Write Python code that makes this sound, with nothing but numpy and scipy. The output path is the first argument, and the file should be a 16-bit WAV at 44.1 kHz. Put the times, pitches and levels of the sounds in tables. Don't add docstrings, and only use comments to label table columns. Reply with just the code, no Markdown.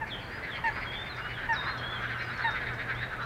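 import sys
import numpy as np
from scipy import signal
from scipy.fft import rfft, irfft
from scipy.io import wavfile
from scipy.ndimage import uniform_filter1d

SR = 44100
rng = np.random.default_rng(int(sys.argv[2]) if len(sys.argv) > 2 else 0)


def natural_amplitude(level_db):
    exponent = np.asarray(level_db, float) / 20
    return 10 ** exponent


def to_wav(s):
    ch = np.atleast_2d(s).T
    pcm = np.round(np.clip(ch, -1, 1) * 32767)
    wavfile.write(sys.argv[1], SR, pcm.astype(np.int16))


N = 143325


def rms1(x):
    return x / np.sqrt(np.mean(x ** 2) + 1e-18)


def walk(rate_hz, size=N):
    k = max(int(SR / rate_hz), 1)
    steps = np.repeat(rng.standard_normal(size // k + 1), k)
    return 1.24 * uniform_filter1d(uniform_filter1d(steps, k), k)[:size]


def ring(x, hz, width_hz):
    b, a = signal.iirpeak(hz, hz / width_hz, fs=SR)
    return signal.lfilter(b, a, signal.lfilter(b, a, x))


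def add(out, start_s, x):
    i = max(int(start_s * SR), 0)
    out[i:i + len(x)] += x[:N - i]


def shape(length_s, attack_s, release_s):
    t = np.arange(int(length_s * SR)) / SR
    edge = np.clip(np.minimum(t / attack_s, (length_s - t) / release_s), 0, 1)
    return t / length_s, np.sin(edge * np.pi / 2)


def tone(hz, phase=0):
    return np.sqrt(2) * np.sin(2 * np.pi * np.cumsum(hz) / SR + phase)


# frequency in Hz, density in dB per Hz.
HUSH_SPECTRUM = [(26, -5), (42, -4), (90, -7), (170, -10), (300, -13), (900, -13), (2600, -28), (5200, -51)]
HUSH_DB = -43


def hush():
    f = np.maximum(np.fft.rfftfreq(N, 1 / SR), 1)
    hz, level_db = np.array(HUSH_SPECTRUM).T
    db = np.interp(np.log(f), np.log(hz), level_db, left=-40)
    db = db - 14 * np.maximum(np.log2(f / hz[-1]), 0)
    air = rms1(irfft(rfft(rng.standard_normal(N)) * natural_amplitude(db), N))
    return air * natural_amplitude(HUSH_DB + 0.8 * walk(2.8))


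CHORUS_HZ, CHORUS_WIDTH_HZ, CHORUS_DB = 1700, 850, -46.5


def far_chorus():
    blur = rms1(ring(rng.standard_normal(N), CHORUS_HZ, CHORUS_WIDTH_HZ))
    return blur * natural_amplitude(CHORUS_DB + 1.7 * walk(14) + 0.87 * walk(220))


# time in seconds, level in dB.
HUM_LEVELS = [(0.0, -51.5), (1.38, -48), (1.42, -56), (1.47, -49), (1.76, -53.5), (1.79, -42.5),
              (1.95, -51), (1.97, -47), (2.34, -45), (2.39, -60), (2.42, -46.5), (2.52, -42.5), (2.56, -54),
              (2.72, -43.5), (2.82, -50.5), (3.01, -44), (3.13, -56.5), (3.25, -42.5)]
HUM_HZ, HUM_WANDER_DB, HUM_DRIFT = 120, 2.2, 0.02


def machinery():
    swell_db = np.interp(np.arange(N) / SR, *np.array(HUM_LEVELS).T)
    return tone(HUM_HZ * (1 + HUM_DRIFT * walk(7.68))) * natural_amplitude(swell_db + HUM_WANDER_DB * walk(19))


# start in seconds, peak in dB.
WATER_CLICK = [
    (3.1672, -51),
]


def water_click():
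    out, t = np.zeros(N), np.arange(SR // 100) / SR
    for s, db in WATER_CLICK:
        click = rms1(ring(rng.standard_normal(len(t)), 10500, 6000))
        add(out, s, click * np.exp(-t / 0.0022) * natural_amplitude(db - 9))
    return out


# middle of croak in seconds, level in dB, throat pitch in Hz.
SMALL_FROG = [(0.082, -42, 2200), (0.218, -46.5, 2400), (0.444, -35.5, 2020), (0.566, -33.5, 2060),
              (0.673, -33, 2080), (0.825, -34.5, 2100), (0.938, -38, 2170), (1.066, -40, 2220),
              (1.19, -41.5, 2190), (1.31, -37, 2110), (2.677, -34, 1800), (3.028, -31, 1780),
              (0.49, -36.5, 1710), (0.715, -39.5, 1400), (0.77, -36, 2070), (3.06, -51, 2040)]
OTHER_FROG = [(1.428, -47, 2180), (1.54, -41, 2140), (1.638, -39, 2080), (1.817, -67, 2200),
              (1.994, -42.5, 2080), (2.05, -43, 2130), (2.104, -41, 2140), (2.218, -39.5, 2260),
              (2.332, -39, 2140), (2.444, -36.5, 2060), (2.568, -33.5, 2020), (2.682, -37, 2110),
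              (2.809, -38, 2050), (2.912, -37.5, 2130), (2.99, -40.5, 2100), (3.18, -48.5, 2180)]
BIG_FROGS = [(0.207, -72, 1700), (0.272, -59, 1550), (0.334, -38.5, 1810), (0.383, -40, 1620),
             (0.599, -39.5, 1230), (0.78, -37, 1510), (0.857, -38.5, 1530), (1.117, -41, 1420),
             (1.197, -35.5, 1430), (1.264, -35, 1500), (1.396, -34.5, 1650), (1.445, -35, 1660),
             (1.551, -32.5, 1540), (1.614, -36.5, 1610), (1.686, -30, 1650), (1.835, -33.5, 1510),
             (1.882, -40, 1500), (1.945, -33, 1450), (2.043, -31.5, 1556), (2.115, -31, 1700),
             (2.207, -34, 1700), (2.297, -33, 1510), (2.407, -30, 1520), (2.555, -32, 1480),
             (2.628, -33.5, 1730), (2.721, -35, 1530), (2.809, -32, 1700), (2.903, -30, 1606),
             (3.132, -35.5, 1510), (3.216, -32, 1370)]
DEEP_FROG = [(1.65, -37, 1150), (1.69, -33, 1200), (1.585, -38.5, 1170), (1.755, -35.5, 1420),
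             (1.81, -43, 1200), (1.9, -47.5, 1250), (1.94, -45, 1190), (2.01, -36.5, 1380),
             (2.16, -36, 1420), (2.25, -44.5, 1330), (2.5, -32, 1450), (0.78, -41, 1170), (0.86, -45, 1010),
             (2.35, -42.5, 1300), (2.96, -43, 1320)]
# croak in seconds, pulses per second, throat width in Hz, sac over throat pitch, sac in dB.
SMALL_VOICE, OTHER_VOICE = (.055, 270, 480, 2.08, -15), (.06, 280, 450, 1.73, -13)
BIG_VOICE = (.07, 265, 500, 2.3, -19)
CROAK_SLOWING, CROAK_JITTER, CROAK_SPREAD = .12, .035, .09
CROAK_SCATTER_DB, CROAK_RASP, SAC_WIDTH_HZ, FROG_DB, FROG_TOP_HZ = 1.4, .3, 680, -3, 4760


def croak(hz, voice):
    length_s, rate_hz, width_hz, sac, sac_db = voice
    u, env = shape(length_s, length_s / 2, length_s / 2)
    slowing = CROAK_SLOWING * np.arange(40) / (rate_hz * length_s)
    uneven = CROAK_JITTER * rng.standard_normal(40) + CROAK_SPREAD * rng.standard_normal()
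    at = (np.cumsum((1 + slowing + uneven) / rate_hz) * SR).astype(int)
    at = at[at < len(u)]
    pulses = np.zeros(len(u))
    pulses[at] = natural_amplitude(CROAK_SCATTER_DB * rng.standard_normal(len(at)))
    drive = rms1(pulses) + CROAK_RASP * rng.standard_normal(len(u))
    throat = rms1(ring(drive, hz, width_hz))
    return (throat + natural_amplitude(sac_db) * rms1(ring(drive, sac * hz, SAC_WIDTH_HZ))) * env


def frogs():
    out = np.zeros(N)
    for table, voice in ((SMALL_FROG, SMALL_VOICE), (OTHER_FROG, OTHER_VOICE),
                         (BIG_FROGS, BIG_VOICE), (DEEP_FROG, BIG_VOICE)):
        for middle_s, db, hz in table:
            add(out, middle_s - voice[0] / 2, croak(hz, voice) * natural_amplitude(db + FROG_DB))
    return signal.sosfilt(signal.butter(6, FROG_TOP_HZ, fs=SR, output="sos"), out)


# start in seconds, peak in dB.
TICKS = [(1.1644, -55), (1.775, -49.5), (2.019, -57), (2.22, -52), (2.375, -50.5), (2.5062, -50),
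         (2.734, -52.5), (2.9482, -57), (3.2231, -53)]
TICK_HZ, TICK_WIDTH_HZ, TICK_DECAY_S, TICK_DB = 5250, 1800, 0.014, -4


def ticks():
    out, t = np.zeros(N), np.arange(SR // 20) / SR
    for s, db in TICKS:
        narrow = ring(rng.standard_normal(len(t)), TICK_HZ, TICK_WIDTH_HZ)
        rasp = rms1(ring(narrow, TICK_HZ, 2 * TICK_WIDTH_HZ))
        add(out, s, rasp * np.exp(-t / TICK_DECAY_S) * natural_amplitude(db + TICK_DB))
    return out


# start in seconds, length in seconds, from Hz, to Hz, level in dB.
SLURS = [(2.431, .042, 4260, 3730, -42), (.308, .072, 4600, 4930, -59), (.72, .125, 4670, 4960, -59),
         (1.148, .114, 4720, 5000, -62), (1.585, .11, 4800, 4980, -62), (.929, .117, 3320, 3600, -45),
         (1.658, .08, 3900, 4190, -46), (2.943, .115, 3000, 3830, -50), (.67, .03, 5200, 6920, -65),
         (2.325, .065, 4650, 4270, -53), (1.556, .032, 4200, 3720, -41), (2.187, .036, 3700, 4200, -50),
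         (1.824, .052, 3180, 3320, -42), (.09, .026, 4400, 4100, -55), (2.296, .036, 3700, 4050, -52)]
BURRED = [
    (.094, .11, 3900, 3050, -41.5),
    (.494, .112, 3900, 3070, -42.5),
    (.911, .105, 3880, 3080, -47),
    (1.327, .112, 3950, 3040, -47),
    (1.757, .105, 3800, 3040, -47),
    (2.114, .1, 3300, 2760, -50),
]
GLIDES = [(.857, .046, 3310, 3220, -43), (.898, .028, 3300, 3280, -43), (1.05, .045, 3560, 3600, -54),
          (1.091, .026, 4140, 4120, -47), (1.11, .032, 4110, 3590, -45), (1.211, .092, 2830, 2920, -45),
          (1.297, .056, 2960, 2940, -50), (1.772, .05, 4190, 4190, -49), (1.868, .072, 3270, 3490, -42.5),
          (1.934, .052, 3470, 3080, -41), (2.225, .032, 4250, 3400, -57), (2.223, .075, 5100, 4730, -58),
          (2.178, .042, 5330, 5320, -62), (2.312, .02, 3500, 4700, -53), (2.3, .03, 5000, 5200, -60),
          (2.115, .022, 3300, 3050, -50), (2.412, .026, 4300, 4310, -51), (3.208, .042, 3940, 4010, -51),
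          (1.972, .28, 6200, 5550, -75), (2.632, .168, 8320, 7550, -80), (3.168, .068, 1290, 1260, -44),
          (2.383, .034, 4180, 4050, -55), (.072, .024, 6600, 4500, -63), (1.526, .036, 6050, 4150, -49),
          (1.372, .05, 2970, 2840, -54), (1.578, .046, 3720, 3680, -38), (1.617, .052, 3770, 3670, -44),
          (2.463, .05, 3720, 3680, -41), (2.512, .045, 3690, 3680, -45), (1.826, .165, 4170, 4160, -63),
          (1.145, .045, 3580, 3750, -53), (1.732, .03, 3700, 3690, -52), (2.2, .1, 2820, 2880, -56),
          (2.145, .02, 2950, 3250, -53), (2.03, .08, 2900, 3000, -55), (1.985, .035, 3050, 3300, -50),
          (2.655, .05, 3680, 3760, -53), (2.775, .05, 3720, 3800, -52), (2.605, .022, 3150, 3300, -51)]
# start in seconds, length in seconds, centre in Hz, level in dB.
TRILLS = [
    (0.212, 0.099, 4390, -59.5),
    (2.035, 0.07, 3590, -57),
]
TRILL_SWING_HZ, TRILL_RATES_HZ, TRILL_DEPTHS = 285, (43, 72), (.2, .9)
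SLUR_BEND, FALL_FADE_DB, GLIDE_FADE_DB = 3.3, 6, 2
BURR_HZ, BURR_DEPTH, BURR_FADE_DB, BURR_PEAK, BURR_RISE_S = 250, .55, 8, .36, .035
WHISTLE_ATTACK_S, WHISTLE_RELEASE_S, WHISTLE_FLUTTER_DB, WHISTLE_JITTER = .008, .01, 1.5, .005


def whistles():
    out, wobble, flutter = np.zeros(N), walk(90), walk(70)

    def sing(s, length, track, db, fade_db=0, throb_hz=0, depth=0, peak=0.46, rise_s=WHISTLE_ATTACK_S):
        u, env = shape(length, rise_s, WHISTLE_RELEASE_S)
        i = np.minimum(int(s * SR) + np.arange(len(u)), N - 1)
        env = env * (1 + depth * np.sin(2 * np.pi * throb_hz * length * u))
        level_db = db - fade_db * 2 * np.abs(u - peak) + WHISTLE_FLUTTER_DB * flutter[i]
        add(out, s, tone(track(u) * (1 + WHISTLE_JITTER * wobble[i])) * env * natural_amplitude(level_db))

    def settle(u):
        end = np.exp(-SLUR_BEND)
        return (np.exp(-SLUR_BEND * u) - end) / (1 - end)

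    for s, length, a, b, db in SLURS:
        sing(s, length, lambda u: b + (a - b) * settle(u), db, FALL_FADE_DB * (a > b))
    for s, length, a, b, db in BURRED:
        sing(s, length, lambda u: b + (a - b) * settle(u), db,
             BURR_FADE_DB, BURR_HZ, BURR_DEPTH, BURR_PEAK, BURR_RISE_S)
    for s, length, a, b, db in GLIDES:
        sing(s, length, lambda u: a + (b - a) * u, db, GLIDE_FADE_DB)
    for (s, length, hz, db), rate, depth in zip(TRILLS, TRILL_RATES_HZ, TRILL_DEPTHS):
        sing(s, length, lambda u: hz - TRILL_SWING_HZ * np.cos(2 * np.pi * rate * length * u), db,
             0, rate, depth)
    return out


SLAP_S, SLAP_DB = .021, -15


def songbirds():
    out = whistles() + ticks()
    add(out, SLAP_S, out * natural_amplitude(SLAP_DB))
    return out


# start in seconds, length in seconds, pitch in Hz, level in dB, overtone boost in dB.
HONKS = [
    (0.012, 0.04, 908, -34.5, -4),
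    (0.6375, 0.069, 925, -30, 1),
    (1.4875, 0.063, 928, -29, -2.5),
    (2.439, 0.066, 930, -29.5, -3),
]
# multiple of the pitch, level in dB.
HONK_HARMONICS = [(1, -.5), (2, 0), (3, -13.5), (4, -30), (5, -33), (6, -41), (7, -48), (8, -48), (9, -43),
                  (10, -48)]
HONK_SAG, HONK_BEND, HONK_ATTACK_S, HONK_RELEASE_S = .125, 2.1, .007, .024
HONK_DULLING_DB, HONK_THINNING_DB = 8, 7
HONK_JITTER, HONK_FLUTTER_DB, HONK_LAG_RAD = .003, 1.2, .35


def coot():
    out, wobble, flutter = np.zeros(N), walk(150), walk(120)
    for s, length, hz, db, bright_db in HONKS:
        u, env = shape(length, HONK_ATTACK_S, HONK_RELEASE_S)
        i = int(s * SR) + np.arange(len(u))
        f = hz * (1 - HONK_SAG * u ** HONK_BEND + HONK_JITTER * wobble[i])
        stack = np.zeros(len(u))
        for k, level_db in HONK_HARMONICS:
            if k == 1:
                level_db = level_db - HONK_THINNING_DB * u ** 2
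            if k > 2:
                own_flutter_db = 2 * HONK_FLUTTER_DB * flutter[i - 300 * k]
                level_db = level_db - HONK_DULLING_DB * u + bright_db + own_flutter_db
            stack += natural_amplitude(level_db) * tone(k * f, -np.pi / 2 - HONK_LAG_RAD * (k - 1) ** 2)
        add(out, s, stack * env * natural_amplitude(db + HONK_FLUTTER_DB * flutter[i]))
    return out


BANK_T60_S, LEAF_T60_S, LEAF_DB, ECHO_GAP_S = 1.0, .15, 5, .004
BIRD_ECHO_DB, FROG_ECHO_DB, COOT_ECHO_DB = -5, -4, -10


def bank_echo(send):
    t = np.arange(SR) / SR
    decay = natural_amplitude(-60 * t / BANK_T60_S) + natural_amplitude(LEAF_DB - 60 * t / LEAF_T60_S)
    tail = rng.standard_normal(SR) * decay * (t > ECHO_GAP_S)
    tail /= np.sqrt(np.sum(tail ** 2))
    return signal.fftconvolve(send, tail)[:N]


def scene():
    background = hush() + far_chorus() + machinery()
    croaks, birds, honks = frogs(), songbirds(), coot()
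    send = birds * natural_amplitude(BIRD_ECHO_DB) + croaks * natural_amplitude(FROG_ECHO_DB) + honks * natural_amplitude(COOT_ECHO_DB)
    return (background + water_click() + croaks + birds + honks + bank_echo(send))[None]


def top_cut(x):
    return signal.sosfilt(signal.butter(12, 15770, fs=SR, output="sos"), x)


HISS_DB, HISS_TILT_DB, TOP_HZ = -66, -2.5, 15780


def record(dry):
    f = np.fft.rfftfreq(N, 1 / SR)
    hiss = rms1(irfft(rfft(rng.standard_normal(N)) * natural_amplitude(HISS_TILT_DB * f / 8000), N))
    top = signal.ellip(8, .2, 60, TOP_HZ, fs=SR, output="sos")
    return top_cut(signal.sosfilt(top, dry + hiss * natural_amplitude(HISS_DB)))


dry = scene()
out = record(dry)
to_wav(out)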